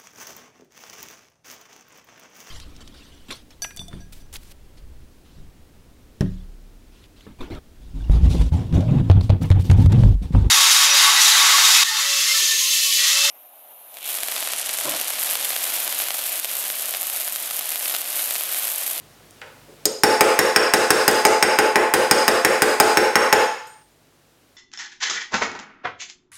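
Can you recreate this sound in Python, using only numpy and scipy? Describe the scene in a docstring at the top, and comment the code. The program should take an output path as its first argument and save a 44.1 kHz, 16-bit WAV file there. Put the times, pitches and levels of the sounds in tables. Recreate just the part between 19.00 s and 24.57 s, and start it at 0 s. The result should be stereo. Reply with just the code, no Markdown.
"""A rawhide mallet bends a metal strip over a steel mandrel, clamped in a vice on a wooden stump in a small hard room.
First come small knocks and ticks, made of band-passed noise bursts. Then quick regular blows thud and crack (filtered
bursts) and ring the steel and the stump (dying sines). The strip clinks as it slides off and a last low knock follows.
Sparse echoes make the reverberation, which a limiter holds up for a moment after every blow; steady noise and hum
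lie beneath it all, turned down by a slow gain control once the blows begin."""
import sys
import numpy as np
from scipy import signal
from scipy.io import wavfile
from scipy.ndimage import uniform_filter1d

SR = 44100
rng = np.random.default_rng(int(sys.argv[2]) if len(sys.argv) > 2 else 0)


def to_wav(s):
    """Save 16-bit WAV."""
    ch = np.atleast_2d(s).T  # columns
    pcm = np.round(np.clip(ch, -1, 1) * 32767)  # PCM
    wavfile.write(sys.argv[1], SR, pcm.astype(np.int16))


N = 245502  # length in samples

# All levels are relative and stand ahead of the gain control.
# Mallet blows. Each row: start in seconds, thud level in dB, crack level in dB, vice level in dB,
# mandrel ring level in dB, contact spot on the mandrel from 0 to 1.
BLOWS = [(0.8551, -12, 18.5, -44, -5.5, 0.8), (1.035, 31.5, 33, -11, -5, 0.96),
         (1.2086, 34.5, 32.5, -7.5, -4, 0.42), (1.3906, 31.5, 30.5, -18, -8, 0.17),
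         (1.5613, 34, 28.5, -15, -1.5, 0.91), (1.7371, 32, 33, -12.5, -1.5, 0.84),
         (1.905, 33, 34.5, -14, -2, 0.87), (2.0792, 32, 33.5, -11, -3, 0.4),
         (2.2513, 31.5, 29, -8, -0.5, 0.8), (2.4265, 33, 28.5, -7.5, -0.5, 0.84),
         (2.588, 31, 26.5, -9, -5, 0.81), (2.7576, 31, 24, -10.5, -16, 0.98),
         (2.9387, 31.5, 31.5, -9, -10.5, 0.4), (3.1113, 32.5, 33.5, -9.5, 2, .83),
         (3.28, 32.5, 30, -15, -6.5, 0.44), (3.4486, 32, 31, -12, -10, 0.57),
         (3.6206, 31.5, 32.5, -11, -9.5, .4), (3.8005, 33.5, 34.5, -3.5, 1, 0.81),
         (3.9722, 31.5, 28, -8, -8, 0.05), (4.1558, 34, 28, -9, -6.5, 0.07),
         (4.327, 35, 28, -5.5, -6.5, 0.22)]
# Clinks of the strip sliding off the mandrel. Each row: start in seconds, level in dB of each of its four modes.
CLINKS = [(4.669, -42.5, -45, -52, -45), (4.698, -65, -60, -44, -67)]
# Small knocks and ticks, the first blow's bonk, and the clink's tick; the three rows near 0.416 s make one knock.
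# Each row: start in seconds, level in dB, centre in Hz, bandwidth in Hz, 60 dB decay time in seconds.
TOUCHES = [(0.309, -18.5, 8460, 7000, .006), (.415, -18, 5400, 4100, .004), (.416, -4, 750, 500, 0.013),
           (.417, 6, 2150, 1200, 0.043), (.463, -28.5, 7500, 5040, 0.0072), (.683, -13, 403, 301, 0.049),
           (0.8594, 16.5, 415, 90, 0.017), (1.933, 8, 6990, 5970, 0.0091),
           (2.113, 16.5, 10130, 8000, 0.0094), (2.268, 22, 6500, 5000, .008),
           (3.657, 2.5, 8650, 8000, 0.0072), (4.673, -12, 9330, 3920, .006), (4.87, -20, 110.2, 60.8, .06)]
# Modes of the stump (the lowest three are the room booming), the vice, the mandrel (a list of families; the close
# modes near 5.46 kHz beat) and the strip. Each row: frequency in Hz, level in dB, 60 dB decay time in seconds.
STUMP_MODES = [(54, -25, .3), (103, -17, .2), (148, -29, .15), (238, -8, .16), (275, -11, .13),
               (310, -13, .14), (376, -8, .15), (412, -8, .12), (447, 0, .085), (470, -7, .12),
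               (498, -5, .13), (526, -1, .09), (552, -5, .16), (605, -8, .15), (694, -9, .18)]
VICE_MODES = [(835, -4, .3), (852, -9, .2), (868, 2.5, .3), (930, -13, .25), (953, -13, .2),
              (1392, -14, .2), (1580, -10, .2)]
MANDREL_FAMILIES = [
    [(5007, -1, .055), (5045, -5, .035)],
    [(5464, 1, .035), (5440, -11, .35), (5466, -4, .45), (5493, -11, .3)],
    [(6435, 1, .05), (6470, -9, .15)],
    [(6945, -2, .05), (7050, -4, .05), (11690, -2, .03)],
    [(8360, 0, .07), (8670, -2, .04), (8786, -10, .2)],
    [(13040, 1, .055), (15080, -8, .025)],
]
STRIP_MODES = [(7000, 0, .4), (8376, 0, .3), (8786, 0, .45), (11690, 0, .25)]
# Standing-wave shape of each mandrel family. Each row: level in dB at an antinode,
# half waves over the contact range, offset in half waves.
MANDREL_SHAPES = [(0.9, 1.453, .47), (-2, 2.335, 0.68), (-5, 0.54, 0.9), (1.5, 2.36, .45),
                  (-5.5, 0.66, 0.65), (-4, .84, .76)]
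NODE_SHARE = 0.066  # amplitude share added everywhere, so a node is never silent
STUMP_DB, STUMP_FOLLOWS = -18, 0.36  # the stump's level in dB, and its rise in dB per dB of thud
# Spectra of the thud and the crack. Each row: frequency in Hz, gain in dB.
THUD_SPECTRUM = [(60, -39.5), (100, -27.5), (160, -31.5), (230, -14), (300, -14.5), (500, 0.5), (750, -19),
                 (1000, -3.5), (1700, 5), (2500, 2.5), (3600, -7.5), (6000, -22)]
CRACK_SPECTRUM = [(1500, -8.5), (3500, -4), (6000, -8), (9000, 0.5), (12000, -5), (15000, -5.5),
                  (17000, -22.5)]
# Decay of the reverberation. Each row: frequency in Hz, 60 dB decay time in seconds.
ROOM_T60 = [(100, 0.26), (300, 0.46), (520, 0.42), (900, 0.62), (2500, 0.59), (6000, 0.66), (12000, 0.48)]
# Reverberation over direct sound. Each row: frequency in Hz, level in dB.
ROOM_WET = [(100, 1), (250, 8), (500, 19.5), (900, 10.5), (2000, -0.5), (6000, -2), (14000, -14.5)]
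# Stereo width: side relative to mid in the reverberation. Each row: frequency in Hz, level in dB.
WIDTH = [(60, -17), (130, -22), (300, -18), (500, -16), (1100, -21), (2200, -20), (4500, -12), (8000, -12),
         (13000, -17)]
# Spectrum of the room and microphone noise. Each row: frequency in Hz, relative density in dB per Hz.
AIR_SPECTRUM = [(18, -56), (30, -35.5), (121, -15), (153, 3), (174, -26.5), (233, -8), (266, -12.5),
                (540, -14), (988, -19), (14000, -32), (16000, -34.5)]
AIR_DB = -49.5  # overall noise level in dB rms
# Left-right likeness of the noise. Each row: frequency in Hz, correlation.
AIR_LIKENESS = [(60, 0.52), (240, 0.23), (950, 0.23), (3770, 0.71), (15000, 0.61)]
# Hum tones. Each row: frequency in Hz, mean level in dB rms.
HUM = [(52, -62), (99, -65.5), (150, -63)]
CEILING, EDGE_HZ = 0.84, 16780  # clipping amplitude, and upper band limit in Hz


def mallet():
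    """Impact excitation: hide thuds, strip cracks on steel, and the bodies beneath ring in their modes."""
    thuds, cracks, short, long = np.zeros((4, N))
    families = [STUMP_MODES, VICE_MODES] + MANDREL_FAMILIES
    rings = [ring(modes) for modes in families]
    antinode_db, half_waves, offset = np.transpose(MANDREL_SHAPES)
    for s, thud_db, crack_db, vice_db, ring_db, spot in BLOWS:
        add(thuds, s, gain_of(thud_db) * burst(t60=0.023))
        add(cracks, s, gain_of(crack_db) * burst(t60=0.063))
        # a family rings loudly when struck at an antinode, faintly at a node
        shape = abs(np.cos(np.pi * (half_waves * spot + offset))) + NODE_SHARE
        steel = gain_of(ring_db + antinode_db) * shape
        stump = gain_of(STUMP_DB + STUMP_FOLLOWS * thud_db)
        for gain, modes, sines in zip([stump, gain_of(vice_db), *steel], families, rings):
            # every blow shares its energy among the modes a little differently
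            mode_gains = gain * gain_of(1.8 * rng.standard_normal(len(modes)))
            longest_t60 = max(t60 for *_, t60 in modes)
            add(long if longest_t60 > 0.25 else short, s, mode_gains @ sines)
    clatter = coloured(thuds, THUD_SPECTRUM) + coloured(cracks, CRACK_SPECTRUM) + short
    return clatter, long


def burst(t60, chatter=0.35):
    """Impulsive contact: one sharp click followed by decaying noise, scaled to unit energy."""
    t = np.arange(SR // 10) / SR
    noise = rng.standard_normal(len(t)) * gain_of(-60 * t / t60)
    x = chatter * noise / np.linalg.norm(noise)
    x[0] = 1
    return x / np.linalg.norm(x)


def ring(modes, rise_cycles=0.54):
    """Modal decay: each mode, one row apiece, is a sine that builds within a cycle or two and dies exponentially."""
    hz, db, t60 = np.transpose(modes)[:, :, None]
    t = np.arange(SR // 2) / SR
    rise = 1 - np.exp(-t * hz / rise_cycles)
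    return gain_of(db - 60 * t / t60) * rise * np.sin(2 * np.pi * hz * t)


def handling():
    """Free and damped contacts: the strip's modes ring as clinks, while knocks and ticks are band-passed bursts."""
    out = np.zeros(N)
    for s, *mode_db in CLINKS:
        add(out, s, gain_of(mode_db) @ ring(STRIP_MODES))
    for s, db, hz, width, t60 in TOUCHES:
        band = signal.butter(2, [hz - width / 2, hz + width / 2], "band", fs=SR, output="sos")
        add(out, s, gain_of(db) * signal.sosfilt(band, burst(t60, chatter=1)))
    return out


def room(x):
    """Time-varying reverberation: three random tails take turns, so the reverberation varies from blow to blow."""
    # the squared shares sum to 1
    turn = np.pi * (1.9 * np.arange(N) / SR + np.arange(3)[:, None] / 3)
    share = np.sqrt(2 / 3) * abs(np.cos(turn))
    echoes = signal.fftconvolve((share * x)[:, None], tails(count=3), axes=2)
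    mid, side = echoes.sum(0)[:, :N]
    # the direct sound is scattered unequally to left and right
    scattered = signal.oaconvolve(x, burst(t60=0.004, chatter=30))[:N]
    side = side + gain_of(-8) * coloured(scattered, WIDTH)
    return np.array([mid + side, mid - side])


def tails(count):
    """Diffuse decay: sparse echoes of random sign, each band dying at its own speed, in pairs of mid and side."""
    spacing = 20  # mean samples between echoes
    taps = np.zeros((count, 2, SR // 2))
    at = np.arange(120, SR // 2 - spacing, spacing)
    at = at + rng.integers(0, spacing, (count, 2, len(at)))
    np.put_along_axis(taps, at, rng.choice([-1., 1.], at.shape), 2)
    hz, t, z = signal.stft(taps, SR, nperseg=512)
    t60 = read(ROOM_T60, hz)[:, None]
    # dividing by the root of the decay time keeps each band's energy independent of it
    z = z * gain_of(read(ROOM_WET, hz)[:, None] - 60 * t / t60) / np.sqrt(t60)
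    z[:, 1] *= gain_of(read(WIDTH, hz))[:, None]
    return signal.istft(z, SR, nperseg=512)[1] / np.sqrt(SR / spacing / (6 * np.log(10)))


def air():
    """Stationary background: partly correlated stereo noise with faint patches, and a wavering hum."""
    frames, hz = N // 256 + 5, np.fft.rfftfreq(1024, 1 / SR)
    a, b, c, d, patches = rng.standard_normal((frames, 513, 5)).T
    # smoothed over neighbouring frequencies, then over time
    patches = uniform_filter1d(patches, size=8, axis=0)
    patches = evened(uniform_filter1d(patches, size=14, axis=1))
    same = np.clip(read(AIR_LIKENESS, hz), -1, 1)[:, None]
    left = a + 1j * b
    right = same * left + np.sqrt(1 - same ** 2) * (c + 1j * d)
    z = np.array([left, right]) * gain_of(read(AIR_SPECTRUM, hz)[:, None] + 0.64 * patches)
    hiss = evened(signal.istft(z, nperseg=1024, noverlap=768)[1][:, :N])
    t = np.arange(N) / SR
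    waver = uniform_filter1d(rng.standard_normal((len(HUM), N)), size=4000, axis=1)
    hum = np.zeros(N)
    for (hz, db), drift in zip(HUM, waver):
        level = gain_of(db + 2.2 * evened(drift)) * np.sqrt(2)  # root 2 turns rms into peak
        hum += level * np.sin(2 * np.pi * hz * t)
    return gain_of(AIR_DB) * hiss + hum


def gain_of(db):
    """Decibel law: turns a level in dB into an amplitude factor."""
    return 10 ** (np.asarray(db) / 20)


def evened(x):
    """Normalisation: scales a signal to unit rms."""
    return x / np.sqrt(np.mean(x ** 2) + 1e-20)


def read(points, hz):
    """Logarithmic pitch scale: interpolates a table's value over log frequency."""
    f, value = np.transpose(points)
    return np.interp(np.log(hz + 1), np.log(f + 1), value)


def add(mix, s, sound):
    """Superposition: adds a sound into the mix from a start in seconds."""
    part = mix[round(s * SR):][:len(sound)]
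    part += sound[:len(part)]


def coloured(x, points):
    """Minimum-phase filtering: a causal filter's phase is the Hilbert transform of its log gain."""
    hz = abs(np.fft.fftfreq(2 ** 13, 1 / SR))
    log_gain = np.log(gain_of(read(points, hz)))
    taps = np.fft.ifft(np.exp(np.conj(signal.hilbert(log_gain)))).real[:2 ** 12]
    return signal.oaconvolve(x, taps)[:len(x)]


def scene():
    """Direct and reverberant fields: long rings come mostly straight from heavy bodies, so feed the room less."""
    clatter, rings = mallet()
    clatter = clatter + handling()
    return clatter + rings + room(clatter + gain_of(-8) * rings) + air()


def held(level_db, recover_db_per_s):
    """Peak holding: follows rises at once and falls no faster than the given speed."""
    fall = np.arange(N) * recover_db_per_s / SR
    return np.maximum.accumulate(level_db + fall) - fall


def record(dry):
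    """Dynamic compression: slow gain control, limiter passing the first milliseconds, clipping, band limits."""
    lag = np.exp(-1 / (0.0018 * SR))  # level averaging over 1.8 ms
    power = signal.lfilter([1 - lag], [1, -lag], (dry ** 2).mean(0))
    level_db = 10 * np.log10(power + 1e-12)
    loudest_db = held(level_db, recover_db_per_s=0.2)
    slow_db = np.clip(0.52 * (loudest_db + 21), 0, 7.5)
    quick_db = 0.73 * np.maximum(held(level_db - slow_db, recover_db_per_s=142) + 11, 0)
    ease = np.exp(-1 / (0.0095 * SR))  # gain smoothing over 9.5 ms, which delays the attack
    reduction_db = signal.lfilter([1 - ease], [1, -ease], slow_db + quick_db)
    clipped = np.clip(dry / gain_of(reduction_db), -CEILING, CEILING)
    # a high-pass after the clipping removes the deepest bass
    bass_cut = signal.lfilter(*signal.butter(2, 60, "high", fs=SR), clipped)
    low_pass = signal.firwin(511, EDGE_HZ, window=("kaiser", 9), fs=SR)
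    return signal.oaconvolve(bass_cut, low_pass[None], "same")


dry = scene()
out = record(dry)
to_wav(out)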